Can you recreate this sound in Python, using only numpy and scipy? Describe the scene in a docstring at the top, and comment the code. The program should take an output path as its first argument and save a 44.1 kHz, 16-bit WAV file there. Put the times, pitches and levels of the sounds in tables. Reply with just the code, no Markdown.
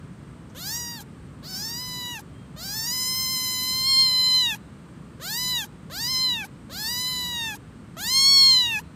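"""Concrete ledge beside a lawn: a young kitten meows seven times, close to a phone.
Each meow is a sum of vocal-fold harmonics, arching in pitch while the mouth opens and shuts,
which sweeps a strong resonance over them; shaped noise is the air rushing through the mouth.
Noise bursts are faint paw scuffs; behind lie far traffic rumble and hiss (shaped noise),
a thin distant whistle (gliding sine) and a very faint dull echo tail of the kitten."""
import sys
import numpy as np
from scipy import signal
from scipy.fft import rfft, irfft
from scipy.io import wavfile
from scipy.ndimage import uniform_filter1d

SR = 44100
rng = np.random.default_rng(int(sys.argv[2]) if len(sys.argv) > 2 else 0)


def bounce(signal):
    """Save signal as a 16-bit WAV file at the path given by the first command-line argument."""
    frames = np.transpose(np.atleast_2d(signal))
    limited = np.clip(frames, -1, 1)
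    pcm = np.round(limited * 32767).astype(np.int16)
    wavfile.write(sys.argv[1], SR, pcm)


N = 394694
EDGE_HZ = 15600  # upper band limit


def gain_of(db):
    """Decibels to amplitude; an imaginary part becomes phase."""
    return 10 ** (np.asarray(db) / 20)


def evened(x):
    """Scales to rms 1."""
    return x / np.sqrt(np.mean(x ** 2) + 1e-20)


def read(points, hz):
    """Reads a spectrum on a log-frequency axis."""
    f, value = np.transpose(points)
    return np.interp(np.log(hz + 1), np.log(f + 1), value)


def follow(rows, t):
    """Reads every column of a curve at times t."""
    s, *columns = np.transpose(rows)
    return [np.interp(t, s, c) for c in columns]


def add(mix, s, sound):
    """Mixes a sound in at time s."""
    part = mix[:, round(s * SR):][:, :sound.shape[-1]]
    part += sound[..., :part.shape[1]]


def wander(hz, size):
    """Smooth random curve, up to about hz changes a second; rms 1 before trimming to size."""
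    f = np.fft.rfftfreq(2 ** 17, 1 / SR)
    smooth = rfft(rng.standard_normal(2 ** 17)) / (1 + (f / hz) ** 2)
    return evened(irfft(smooth))[:size]


def bump(hz, centre, width):
    """Resonance response, 1 at its centre: real part = bell shape, imaginary part = phase."""
    return 1 / (1 + 2j * (hz - centre) / width)


def spell(t, s, half):
    """Flat-topped swell around time s."""
    return np.exp(-((t - s) / half) ** 4)


def noise(colour_db, likeness, size):
    """Stereo noise, rms 1, whose short-time spectra follow colour_db(Hz, s)."""
    hop = size // 4
    hz = np.fft.rfftfreq(size, 1 / SR)[:, None]
    t = np.arange(N // hop + 5) * hop / SR
    a, b, c, d = rng.standard_normal((4, len(hz), len(t)))
    same = np.clip(read(likeness, hz), -1, 1)
    mid = np.sqrt(1 + same) * (a + 1j * b)
    side = np.sqrt(1 - same) * (c + 1j * d)
    spectra = np.array([mid + side, mid - side]) * gain_of(colour_db(hz, t))
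    return evened(signal.istft(spectra, nperseg=size, noverlap=size - hop)[1][:, :N])


# Far traffic spectrum: f/Hz, relative level/dB per Hz
TRAFFIC = [(24, -35.5), (40, -18), (58, -4.5), (92, -6), (161, -1), (193, -4.5), (248, -7), (331, -13.5),
           (746, -26.5), (1190, -23.5), (3000, -37), (3900, -48), (6600, -120)]
# Faint hiss spectrum: f/Hz, relative level/dB per Hz
HISS = [(2000, -20), (3000, -1), (4200, -1), (5500, -6), (7000, -6), (8400, 0), (9200, -5), (10200, -15),
        (15000, -19)]
# Far whistle glide: t/s, f/Hz, peak level/dB
WHISTLE = [(2.28, 3130, -72), (2.4, 3220, -60), (2.52, 3150, -73)]
TRAFFIC_RMS_DB, HISS_RMS_DB = -42.5, -64.5


def outdoors():
    """Far traffic and hiss as centred shaped noise; the whistle as one gliding sine."""
    centred, t = [(1, 1), (SR / 2, 1)], np.arange(N) / SR
    rumble = noise(lambda hz, s: read(TRAFFIC, hz) - 120 * (hz > 3500), centred, size=4096)
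    hiss = noise(lambda hz, s: read(HISS, hz), centred, size=512)
    whistle_hz, whistle_db = follow(WHISTLE, t)
    heard = (t > WHISTLE[0][0]) & (t < WHISTLE[-1][0])
    whistle = heard * gain_of(whistle_db) * np.sin(2 * np.pi * np.cumsum(whistle_hz) / SR)
    return gain_of(TRAFFIC_RMS_DB) * rumble + gain_of(HISS_RMS_DB) * hiss + whistle


def yard(x, t60_s=1.0, wet_db=-43):
    """Ledge, trees and walls scatter a very faint dull tail."""
    t = np.arange(SR // 2) / SR
    dull = signal.lfilter([1], [1, -.6], rng.standard_normal(len(t)))
    tail = dull * gain_of(-60 * t / t60_s)
    return gain_of(wet_db) * signal.fftconvolve(x.mean(0), tail / np.linalg.norm(tail))[:N]


# Paw scuffs and taps: t/s, level/dB (before halving the amplitude), centre f/Hz
PAWS = [(.496, -55, 6000), (2.335, -66, 8200), (4.11, -40.5, 624)]


def paws(decay_s=0.0051):
    """Feet on concrete: short noise bursts, each round one centre frequency."""
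    out, t = np.zeros((2, N)), np.arange(2 ** 11) / SR
    hz = np.fft.rfftfreq(2 ** 11, 1 / SR)
    burst = t / decay_s * np.exp(1 - t / decay_s)  # peak 1
    for s, db, centre in PAWS:
        band = bump(hz, centre, centre * 0.32).real
        grit = evened(irfft(rfft(rng.standard_normal(len(t))) * band))
        add(out, s, gain_of(db) * .5 * grit * burst)
    return out


def shimmer(hz, count):
    """Complex random flutter of one harmonic, below hz; one value every 16 samples."""
    b, a = signal.butter(2, min(hz, 1200), fs=SR / 16)
    pair = evened(signal.lfilter(b, a, rng.standard_normal((2, 2 ** 13))))
    return np.sqrt(.5) * pair[:, :count].T @ [1, 1j]


# strain: above this voice level; centre of the affected band
STRAIN_DB, STRAIN_HZ = -46, 13400
STRAIN_SLOPE, STRAIN_HISS_SLOPE = 1.9, 0.75  # dB per dB: loss of harmonics, gain of hiss


def strain_db(hz, level_db):
    """Voice pushed past its easy level, as felt by the top harmonics."""
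    return np.maximum(level_db - STRAIN_DB, 0) * bump(hz, STRAIN_HZ, 3000)


# each share fades with its time constant
OPEN_SHARE, OPEN_S = 0.29, 0.085  # jaw opens: resonance starts lower
SHUT_SHARE, SHUT_S = .352, 0.089  # jaw shuts: resonance sinks
PART_SHARE, PART_S = 0.31, 0.018  # lips part: resonance starts damped
DAMP_SHARE, DAMP_S = 0.43, 0.077  # lips close: resonance damped
SOFT_TILT_DB_PER_OCT, SOFT_S = 5, 0.023  # soft onset of the folds: steeper tilt


def articulation(curve, vowel, t):
    """Mouth snaps open, glides and shuts: resonance/Hz, its height/dB, tilt/(dB/octave)."""
    start, end = curve[0][0], curve[-1][0]
    age, left = np.maximum(t - start, 0), np.maximum(end - t, 0)
    knots = [start, (start + end) / 2, end]
    mouth, height_db, tilt_db = (np.interp(t, knots, glide) for glide in np.reshape(vowel, (3, 3)))
    jaw = (1 - OPEN_SHARE * np.exp(-age / OPEN_S)) * (1 - SHUT_SHARE * np.exp(-left / SHUT_S))
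    lips = (1 - PART_SHARE * np.exp(-age / PART_S)) * (1 - DAMP_SHARE * np.exp(-left / DAMP_S))
    return mouth * jaw, height_db * lips, tilt_db - SOFT_TILT_DB_PER_OCT * np.exp(-age / SOFT_S)


# Other throat peaks and dips: f/Hz at rest opening, width/Hz, level/dB, exponent following the mouth
THROAT = [(1008, 97, -0.5, 0.083), (1660, 1240, 9.5, 0.041), (2150, 360, -6, 0.3), (2560, 194, -10, 0.16),
          (6467, 210, -13, 1.11), (6890, 1760, 10, 0.22), (13420, 1440, 11, 0.2)]
MOUTH_REST_HZ, MOUTH_WIDTH_HZ = 4353, 1920
NARROWING = 0.81  # exponent: mouth width follows its frequency below rest


def throat_db(hz, mouth, height_db, level_db):
    """Vocal tract gain and phase: resonances move with the mouth; strain dulls the top."""
    opening = mouth / MOUTH_REST_HZ
    others = sum(db * bump(hz, f * opening ** link, width) for f, width, db, link in THROAT)
    ring = height_db * bump(hz, mouth, MOUTH_WIDTH_HZ * np.minimum(opening, 1) ** NARROWING)
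    return ring + others - STRAIN_SLOPE * strain_db(hz, level_db)


# Hoarse spells, folds beating unevenly: t/s, half length/s, pitch jitter/share
HOARSE = [(.72, .07, .007), (1.61, .11, .009), (2.7, .08, .007), (2.88, .03, .007), (5.3, .06, .004),
          (6.05, .04, .004), (6.82, .08, .004), (8.07, .06, .004)]
# Voice cracks, pitch flips up: t/s, half length/s, jump/share
CRACKS = [(2.655, .012, .022), (2.871, .007, .02)]
QUIVER_SHARE = .004  # of pitch
CATCH_DB, CATCH_S = 4, .008  # folds catch: kick of the two lowest harmonics
POP_DB, POP_S = 6, .004  # folds part: noisy pop atop the puff
AIR_DB, PUFF_DB = -49.5, -44  # air at the reference brightness; closing puff
AIR_BUILD_S = .018


def meow(curve, vowel, rush, flutter_db=2.5, blur=0.5, blur_hz=120, attack_s=0.0014, cut_s=0.0052,
         flick_s=0.016, flick_db=3, air_after_s=0.032, air_pulsing=0.13):
    """Vocal-fold harmonics through the throat; the folds part with a short flick and a puff."""
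    start, end = curve[0][0] - .006, curve[-1][0]
    t = np.arange(round(start * SR), round((end + air_after_s) * SR)) / SR
    pitch, level_db = (uniform_filter1d(c, size=600) for c in follow(curve, t))
    mouth, height_db, tilt_db = articulation(curve, vowel, t)
    after = np.maximum(t - end, 0)

    hoarse = sum(share * spell(t, s, half) for s, half, share in HOARSE)
    cracks = sum(share * spell(t, s, half) for s, half, share in CRACKS)
    quiver = QUIVER_SHARE * wander(22, len(t)) + (.0005 + hoarse) * wander(130, len(t))
    flick_up = 0.22 * np.minimum(after / flick_s, 1)
    phase = 2 * np.pi * np.cumsum(pitch * (1 + cracks + quiver + flick_up)) / SR

    step = slice(None, None, 16)  # gains are computed every 16 samples
    ts, level, gone = t[step], level_db[step], after[step]
    catch_db = CATCH_DB * np.exp(-(ts - start) / CATCH_S)
    voice = np.zeros(len(t))
    for k in range(1, 29):
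        hz = k * pitch[step]
        db = level + tilt_db[step] * np.log2(hz / 1000)
        db = db + throat_db(hz, mouth[step], height_db[step], level)
        if k == 1:
            # fundamental grows less with effort, rings on through the flick
            db = db - 0.5 * (level + 56.0) + flick_db * (gone > 0)
            closing = np.exp(-(gone / flick_s) ** 4)
        else:
            closing = np.exp(-gone / cut_s)
        db = db + catch_db * (k <= 2)
        # high harmonics flutter and blur most
        db = db + flutter_db * np.minimum((hz / 6500) ** 2, 1.3) * shimmer(15.1, len(hz)).real
        blurred = np.clip(blur * (hz / 12000) ** 2, 0, .35)
        gain = gain_of(db) * closing * (hz < EDGE_HZ) * (1 + blurred * shimmer(blur_hz, len(hz)))
        voice += np.sqrt(2) * (np.interp(t, ts, gain) * np.exp(1j * k * phase)).real

    # air grows with brightness, leaks past hoarse folds, pulses with them
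    flow = gain_of(AIR_DB + .25 * (level_db + 3 * tilt_db + 53))
    flow = flow * (1 + np.minimum(hoarse / .0035, 1.5))
    flow = flow * (1 - np.exp(-(t - start) / AIR_BUILD_S)) * (1 + air_pulsing * np.cos(phase))
    puff = gain_of(PUFF_DB + POP_DB * np.exp(-after / POP_S))
    flow = np.where(after > 0, puff, flow)
    air = rush[:, round(start * SR):][:, :len(t)] * flow * gain_of(2 * wander(70, len(t)))
    fade = np.clip((t - start) / attack_s, 0, 1) ** 2 * np.clip((t[-1] - t) / 0.022, 0, 1)
    return start, (voice + air) * fade


# Pitch and effort of each meow: t/s, f/Hz, voice level/dB (before tilt and throat)
MEOW_1 = [(0.553, 486, -63.1), (0.602, 674, -61.4), (0.712, 884, -53), (0.736, 924, -51.5),
          (0.791, 967, -53), (0.913, 940, -52.8), (0.956, 936, -55), (1.005, 795, -57.5)]
MEOW_2 = [(1.433, 546, -66.5), (1.456, 652.0, -65.9), (1.489, 764, -66.5), (1.544, 737, -61),
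          (1.652, 882, -57), (1.817, 1006, -53.5), (2.123, 975, -45), (2.172, 873, -47),
          (2.193, 782, -52.5)]
MEOW_3 = [(2.568, 594, -62.5), (2.636, 731, -60), (2.772, 887, -52.5), (2.82, 896.5, -52.5),
          (2.937, 1011, -48.5), (3.219, 1034, -45), (3.565, 1012, -44.8), (3.838, 1044, -43.5),
          (3.9, 1072.0, -38.5), (3.947, 1049, -39), (4.009, 1062, -37.5), (4.105, 1016, -44),
          (4.388, 1020, -42.4), (4.491, 923, -44.5), (4.522, 855.0, -44), (4.547, 812, -48.5)]
MEOW_4 = [(5.203, 494.0, -60.5), (5.228, 626, -53), (5.309, 860, -48.5), (5.393, 997, -45),
          (5.504, 1007, -45), (5.572, 959, -44), (5.642, 776, -50)]
MEOW_5 = [(5.904, 510, -57.3), (5.928, 650, -54), (6.007, 903.0, -49), (6.115, 1044, -44),
          (6.158, 1021.0, -42.5), (6.227, 1037, -44.5), (6.323, 975, -46), (6.417, 838, -50.5),
          (6.444, 752, -50)]
MEOW_6 = [(6.702, 516, -60), (6.727, 645, -58), (6.782, 814, -53.5), (6.867, 903.0, -46.5),
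          (6.921, 979, -46), (7.083, 1014, -44), (7.304, 972, -46), (7.484, 887, -41.2),
          (7.545, 805, -47.5)]
MEOW_7 = [(7.973, 632, -50.5), (8.021, 812, -49), (8.116, 1042.0, -40), (8.162, 1070, -35.5),
          (8.318, 1106, -37.5), (8.487, 1065, -38), (8.707, 922.6, -46.5), (8.766, 843, -44.5),
          (8.79, 838, -45)]
MEOWS = [MEOW_1, MEOW_2, MEOW_3, MEOW_4, MEOW_5, MEOW_6, MEOW_7]
# Vowel per meow, before jaw, lips and soft onset; each at start, middle, end:
# 3 x mouth resonance f/Hz, 3 x its height/dB, 3 x tilt/(dB/octave)
VOWELS = [(4440, 5730, 5500, 15.6, 19, 22, 1.0, -1.05, -3.5),
          (5760, 4780, 3750, 26.6, 20.3, 19.5, 0.1, -1.6, -5.5),
          (5420.0, 4380, 4070, 19.6, 16.0, 33.4, 0, -1.31, -3.5),
          (5140, 4780, 4280, 11.4, 18.8, 28, -1.2, -1.5, -3),
          (5340, 4730, 3500.0, 13.4, 26.5, 37.7, -1, -3, -5.5),
          (5350, 4040, 3760, 18.2, 18, 22.2, -0.9, -2.5, -5.5),
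          (4770, 4510, 3420, 9.7, 26.7, 35.3, -1.14, -1.5, -5)]
# Air rushing through the mouth at rest opening: f/Hz, relative level/dB per Hz
AIR = [(1000, -8), (2400, -10), (4800, -3), (7200, 0), (9000, -3), (11000, -4), (12500, 1), (14200, 2),
       (17000, -12)]
# Stereo likeness of the air: f/Hz, left-right likeness (1 = same)
AIR_LIKENESS = [(5000, 1), (12000, .65)]
# Rasps, more air through the mouth resonance: t/s, half length/s, extra level/dB
RASP = [(.72, .06, 4), (1.61, .09, 4), (2.03, .08, 5), (3.17, .07, 7), (3.72, .15, 9), (5.49, .07, 9),
        (6.14, .08, 11), (7.19, .13, 12), (8.18, .03, 10)]


def kitten():
    """Seven meows; the mouth colours the rushing air too."""
    def colour_db(hz, t):
        """Air spectrum over time, set by the nearest meow's mouth, rasp and strain."""
        distance = [np.maximum(curve[0][0] - t, t - curve[-1][0]) for curve in MEOWS]
        mouths = [articulation(curve, vowel, t)[0] for curve, vowel in zip(MEOWS, VOWELS)]
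        mouth = np.choose(np.argmin(distance, axis=0), mouths)
        hiss_db = STRAIN_HISS_SLOPE * strain_db(hz, follow(np.vstack(MEOWS), t)[1]).real
        rasp_db = sum(db * spell(t, s, half) for s, half, db in RASP)
        ring = bump(hz, 1.09 * mouth, 1200).real
        breath_db = read(AIR, hz * (MOUTH_REST_HZ / mouth) ** .25)
        return breath_db + (4 + rasp_db) * ring + .4 * rasp_db + hiss_db

    rush, out = noise(colour_db, AIR_LIKENESS, size=256), np.zeros((2, N))
    for curve, vowel in zip(MEOWS, VOWELS):
        add(out, *meow(curve, vowel, rush))
    return out


def scene():
    """Open air behind, kitten near by."""
    cat = kitten()
    return outdoors() + yard(cat) + paws() + cat


def record(dry):
    """The phone's bass cut and band limit."""
    thin = signal.sosfilt(signal.butter(3, 42, "high", fs=SR, output="sos"), dry)
    band_limit = signal.firwin(511, EDGE_HZ, window=("kaiser", 9), fs=SR)
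    return signal.oaconvolve(thin, band_limit[None], "same")


dry = scene()
out = record(dry)
bounce(out)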